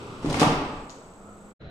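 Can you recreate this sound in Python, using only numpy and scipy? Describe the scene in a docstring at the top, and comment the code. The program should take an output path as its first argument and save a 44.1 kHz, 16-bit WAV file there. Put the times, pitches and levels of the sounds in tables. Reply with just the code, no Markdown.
"""A heavy cardboard box is caught between two metal robot arms, heard in stereo in a hard-walled lab.
It bumps and scrapes along the pads, lands with one dull thud and settles; a small tick follows.
Each blow booms in the box, knocks its panels and rings the arms; the walls echo it to the microphone.
Fans and motor drives run behind it; near the end all cuts out and the hum returns an octave lower."""
import sys
import numpy as np
from scipy import signal
from scipy.fft import rfft, irfft
from scipy.io import wavfile
from scipy.ndimage import uniform_filter1d

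SR = 44100
rng = np.random.default_rng(int(sys.argv[2]) if len(sys.argv) > 2 else 0)


def pcm_store(signal):
    """Save signal as 16-bit PCM."""
    levels = np.round(np.clip(np.atleast_2d(signal), -1, 1) * 32767)
    wavfile.write(sys.argv[1], SR, levels.astype(np.int16).T)


N = 74970
T = np.arange(N) / SR

# Stereo width of the catch and of the machines. Each row: frequency in Hz, side minus mid in dB.
CATCH_WIDTH = [(30, -29.5), (80, -32), (170, -20), (350, -23.5), (700, -17), (1290, -1), (2370, 0.5),
               (4380, 1.5), (8090, -8.5), (11000, -3), (14000, -17)]
MACHINE_WIDTH = [(30, -14), (110, -24), (240, -14), (470, -15), (950, -8), (1890, 3.5), (3760, -3),
                 (7490, -3), (14000, -22)]
# Fan rush before the catch, after it and after the silence. Each row: frequency in Hz, relative dB.
FANS_BEFORE = [(20, -6), (36, -24.5), (70, -17.5), (111, -4), (169, -4), (421, -6), (693, -16),
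               (1310, -10.5), (1750, -26), (2600, -21), (7300, -36), (9000, -40.5), (15000, -60.5)]
FANS_AFTER = [(20, -7), (33, -2), (54, -19), (90, -9.5), (125, -14), (205, -7.5), (310, -10.5),
              (500, -10.5), (650, -12), (1100, -17.5), (1380, -16.5), (1600, -25.5), (2300, -30),
              (5500, -41), (7300, -29.5), (9200, -48), (14500, -51)]
FANS_LOW = [(20, -7.5), (60, -1), (170, -3.5), (240, -10.5), (680, -13), (800, -25), (1050, -29),
            (1400, -19.5), (2700, -31.5), (3700, -32.5), (4800, -47.5), (7200, -57), (8000, -78.5)]
# Motor hum. Each row: pitch in Hz, line width in Hz, level in dB, start and end in seconds.
MOTOR_TONES = [(109.4, 24.6, -49.5, -.1, 0.73), (203, 1.9, -52.5, 1.11, 1.8), (1273, 104, -54, 1.18, 1.426)]
# Reverberation of the lab. Each row: frequency in Hz, seconds to fall by 60 dB.
ROOM_T60 = [(40, 0.73), (150, 1.12), (350, 0.92), (1000, 1.05), (2500, 0.93), (5500, 0.78), (8000, 0.43),
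            (14000, 0.58)]
# Echoes off nearby surfaces. Each row: left and right delay in seconds, gain.
ECHOES = [(.0068, .0069, 0.24), (0.0122, .0133, 0.17), (0.028, .028, .2)]

# Tone colours of the noises of the catch. Each row: frequency in Hz, relative level in dB.
RUMBLE_COLOUR = [(15, -10.5), (27, 4.5), (42, -20), (80, -4.5), (130, -18), (400, -56.5), (2000, -100)]
SCRAPE_COLOUR = [(40, -21.5), (150, 4.5), (350, 13.5), (800, 9), (1600, -1.5), (3000, -6), (5500, -9),
                 (9000, -16.5), (13000, -34), (15000, -43.5)]
TICK_COLOUR = [(300, -22), (2000, -26), (3100, -1.5), (4400, 4), (5500, 2.5), (7200, -4), (8500, -12),
               (15000, -36)]
RASP_COLOUR = [(300, -34), (4000, -25), (5500, -2), (6800, 8), (7600, -11), (8600, -11), (15000, -38)]
SLAP_COLOUR = [(40, -23), (150, -24), (280, -13), (450, 1.5), (610, -5), (850, -0.5), (1150, 2.5),
               (1500, -10.5), (2600, -9.5), (5500, -28), (9000, -31.5), (15000, -60)]
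CRACKLE_COLOUR = [(200, -9.5), (900, 3.5), (2000, 1.5), (3500, 3.5), (5600, 2), (7000, -3),
                  (11000, -11.5), (13500, -28.5), (15000, -44.5)]
# Course of the load's rumble and of the slide on the pads. Each row: time in seconds, level in dB.
RUMBLE_LEVELS = [(.23, -47), (.255, -44), (.29, -30), (.35, -34), (.39, -44), (.5, -35), (.62, -40.5),
                 (.8, -45.5), (.95, -58)]
SLIDE_LEVELS = [(.22, -48.5), (.255, -33.5), (.285, -33.5), (.30, -34.5), (.345, -29.5), (.39, -30.5),
                (.43, -24.5), (.49, -35.5), (.56, -35)]
# Crackles of the box's skin and ticks of the tightening grip. Each row: start in seconds, level in dB.
CRACKLES = [(.2983, -31), (.305, -35.5), (.3262, -30), (.333, -39.5), (.343, -34.5), (.356, -36.5),
            (.367, -35.5), (.3958, -21.5), (.4012, -22.5), (.409, -21.5), (.417, -31.5), (.4305, -27),
            (.447, -45), (.475, -33), (.496, -43)]
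GRIP_TICKS = [(.8955, -39.5), (.9025, -42), (.9095, -51), (1.137, -57)]
# Modes of the air in the box, its panels and the metal arms, at relative pitch 1.
# Each row: frequency in Hz, relative level in dB, seconds to fall by 60 dB.
AIR_MODES = [(147.5, 0.5, 0.073), (120.7, -7, 0.048)]
PANEL_MODES = [(288.5, -2.5, 0.064), (343.7, -7.5, 0.064), (242.7, -13.5, 0.043), (389, -16.5, 0.12),
               (443, -20.5, 0.05), (282.2, -26.5, 0.5)]
ARM_MODES = [(543, -15, 0.32), (697.7, -8.5, 0.11), (742, -7, 0.26), (772.3, -4, 0.16), (793.8, -5, 0.098),
             (868.3, -3.5, 0.14), (902.5, -6.5, 0.2), (987, -13, 0.57), (1195, -15.5, 0.062),
             (1248, -21.5, 0.55)]
# Blows on the box. Each row: start in seconds, boom, knock, slap and arm ring in dB, relative pitch.
BLOWS = [(0.2453, -32.5, -14, -42, -78, 1.0), (.257, -50, -16.5, -38, -62, 1.06),
         (.27, -22.5, -32, -41, -40, 1.02), (.302, -22.5, -26, -44, -52, .94),
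         (0.3422, -47, -28, -19.5, -33.5, 0.79), (0.37, -45, -21.5, -43.5, -44, 0.96),
         (.396, -43.5, -18, -26, -44.5, 0.85), (0.4156, -22, -5, -15.5, -16, 1),
         (0.4291, -42, -19.5, -13, -23, 1.01), (0.4431, -34, -31.5, -22.5, -27.5, 1),
         (0.4663, -15.5, -31, -27.5, -29, .98), (.514, -41, -22, -39, -48, 1),
         (.536, -34, -30.5, -32, -54, 0.97), (.648, -53, -50, -32.5, -46, 1.03)]

WHINE_HZ, WHINE_WIDTH_HZ, FLUTTER_HZ, DROPOUT_PERIOD_S = 7996, 11, 265, 0.038  # at speed 1
GRAINS_PER_S, GRAIN_SPREAD_DB = 2600, 3.5
CUT_S, RESUME_S, FADE_S = 1.538, 1.593, 0.029


def amp(db):
    """Decibels to gain."""
    return 10 ** (np.asarray(db) / 20)


def unit(x):
    """Scales to rms 1."""
    return x / np.sqrt(np.mean(x ** 2) + 1e-20)


def read(points, hz):
    """Reads a table on a log-frequency axis."""
    freqs, values = np.transpose(points)
    return np.interp(np.log(hz + 1), np.log(freqs + 1), values)


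def colour(x, spectrum):
    """Filters by a spectrum in dB."""
    return irfft(rfft(x) * amp(read(spectrum, np.fft.rfftfreq(N, 1 / SR))), N)


def spread(pair, width=CATCH_WIDTH):
    """Two unrelated signals become left and right at the microphone, alike in the bass."""
    side_gain = amp(read(width, np.fft.rfftfreq(N, 1 / SR)))
    mid, side = rfft(pair) / np.sqrt(1 + side_gain ** 2)
    return irfft(np.array([mid + side_gain * side, mid - side_gain * side]), N)


def noise(spectrum, width=CATCH_WIDTH):
    """Coloured stereo noise of rms 1."""
    return unit(colour(spread(rng.standard_normal((2, N)), width), spectrum))


def tone(hz, width_hz):
    """A stereo tone that wavers as its phase drifts."""
    drift = np.cumsum(rng.standard_normal((2, N)), 1) * np.sqrt(2 * np.pi * width_hz / SR)
    drift = uniform_filter1d(drift, size=200, axis=1)
    phase = 2 * np.pi * (hz * T + rng.random((2, 1))) + drift
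    return unit(spread(np.sin(phase), MACHINE_WIDTH))


def gate(start, end, fade):
    """On between two times, with soft ramps."""
    ramps = np.clip((T - start) / fade, 0, 1) * np.clip((end - T) / fade, 0, 1)
    return np.sin(np.pi / 2 * ramps) ** 2


def swell(curve):
    """Gain along a curve of seconds and dB, silent outside it."""
    return amp(np.interp(T, *np.transpose(curve), left=-np.inf, right=-np.inf))


def bursts(rows, rise_s, decay_s):
    """Envelope of short bursts, added in power."""
    power = 0
    for start, db in rows:
        age = np.maximum(T - start, 0)
        power += (amp(db) * np.minimum(age / rise_s, 1) * np.exp(-age / decay_s)) ** 2
    return np.sqrt(power)


def drive_whine(speed):
    """The drives' high whine flutters and drops out at a steady pace; speed scales pitch and pace."""
    flutter = 1 + 0.98 * np.cos(2 * np.pi * FLUTTER_HZ * speed * T)
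    cycles_from_dropout = abs((T * speed / DROPOUT_PERIOD_S) % 1 - 0.5)
    dropouts = np.minimum(cycles_from_dropout / 0.14, 1) ** 2
    return unit(tone(WHINE_HZ * speed, WHINE_WIDTH_HZ * speed) * flutter * dropouts)


def machines():
    """Room tone of fans, motors and drives; after the catch the rush is quieter, the whine 1 dB up."""
    after = np.clip((T - 0.4) / 0.48, 0, 1)
    fans = amp(-40) * noise(FANS_BEFORE, MACHINE_WIDTH) * np.sqrt(1 - after)
    fans += amp(-48) * noise(FANS_AFTER, MACHINE_WIDTH) * np.sqrt(after)
    hum = sum(amp(db) * tone(hz, width) * gate(start, end, fade=0.12)
              for hz, width, db, start, end in MOTOR_TONES)
    return fans + hum + amp(-65 + after) * drive_whine(speed=0.99)


def low_machines():
    """Fan rush and drive whine, an octave lower."""
    return amp(-41) * noise(FANS_LOW, MACHINE_WIDTH) + amp(-63) * drive_whine(speed=0.5)


def room_tail(rise_s=0.019):
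    """One diffuse tail off the hard walls, dying faster in the treble."""
    diffuse = spread(rng.choice([-1., 1.], (2, N)))
    hz, age, bands = signal.stft(diffuse, SR, nperseg=512)
    decay = amp(-60 * age / read(ROOM_T60, hz)[:, None])
    tail = signal.istft(bands * decay, SR, nperseg=512)[1][:, :N]
    return tail * np.minimum(T / rise_s, 1) * np.sqrt(2 * np.log(1000) / SR)


def lab(layers, tails=3, crossfade_s=0.07):
    """Layers of (sound, reverb send in dB) reach the microphone directly, as echoes and as tails."""
    direct = sum(sound for sound, _ in layers)
    send = sum(sound * amp(send_db) for sound, send_db in layers)
    early = late = 0
    for *delays, gain in ECHOES:
        delayed = [np.interp(T - delay, T, channel, left=0) for delay, channel in zip(delays, direct)]
        early += gain * np.array(delayed)
    for k in range(tails):  # the tails crossfade in turn, keeping the reverberation smooth and diffuse
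        share = np.sqrt(2 / tails) * np.cos(np.pi * (T / crossfade_s + k / tails))
        late += signal.fftconvolve(send * share, room_tail(), axes=1)[:, :N]
    return direct + early + late


def load_rumble():
    """The swaying load rumbles deep under the catch."""
    return noise(RUMBLE_COLOUR) * swell(RUMBLE_LEVELS)


def pad_friction():
    """Cardboard slides grainily and crackles; the grip ticks tight and a slipping pad rasps."""
    grains = rng.standard_normal((2, N)) * (rng.random(N) < GRAINS_PER_S / SR)
    grains *= amp(GRAIN_SPREAD_DB * np.minimum(rng.exponential(1, N), 2))
    slide = unit(colour(spread(grains), SCRAPE_COLOUR)) * swell(SLIDE_LEVELS)
    crackles = noise(CRACKLE_COLOUR) * bursts(CRACKLES, rise_s=0.0012, decay_s=0.007)
    ticks = noise(TICK_COLOUR) * bursts(GRIP_TICKS, rise_s=0.00058, decay_s=0.0025)
    rasp = noise(RASP_COLOUR) * bursts([(0.901, -48.5)], rise_s=0.0022, decay_s=0.026)
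    return slide + crackles + ticks + rasp


def ring(modes, starts, levels_db, pitches, rise_s=0.0031):
    """Damped modes set going by a series of blows, each at its own relative pitch."""
    age = T[:SR // 2]
    response = sum(amp(db - 60 * age / t60) * np.sin(2 * np.pi * hz * age) for hz, db, t60 in modes)
    response *= np.minimum(age / rise_s, 1)
    return sum(amp(db) * np.interp((T - start) * pitch, age, response, left=0, right=0)
               for start, db, pitch in zip(starts, levels_db, pitches))


def box_blows():
    """Each blow sounds the box's air, panels and skin and rings the arms; the grip shifts the pitch."""
    starts, boom_db, knock_db, slap_db, arms_db, pitches = np.transpose(BLOWS)
    boom = ring(AIR_MODES, starts, boom_db, pitches)
    knock = -ring(PANEL_MODES, starts, knock_db, pitches)
    arms = -ring(ARM_MODES, starts, arms_db, pitches)
    slap = noise(SLAP_COLOUR) * bursts(zip(starts, slap_db), rise_s=0.00093, decay_s=0.0063)
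    return boom, knock, arms, slap


def scene():
    """The catch in front of the room tone, a short silence, then the lower hum."""
    boom, knock, arms, slap = box_blows()
    catch = lab([(boom, -6), (knock, 0.5), (arms, -6), (slap, 4), (pad_friction(), -0.5)])
    opening = (catch + load_rumble() + machines()) * gate(-1, CUT_S, FADE_S)
    return opening + low_machines() * gate(RESUME_S, 2, FADE_S)


def record(dry, edge_hz=15500):
    """The microphone chain cuts off the highest treble."""
    lowpass = signal.firwin(511, edge_hz, window=("kaiser", 9), fs=SR)
    return signal.oaconvolve(dry, lowpass[None], "same")


dry = scene()
out = record(dry)
pcm_store(out)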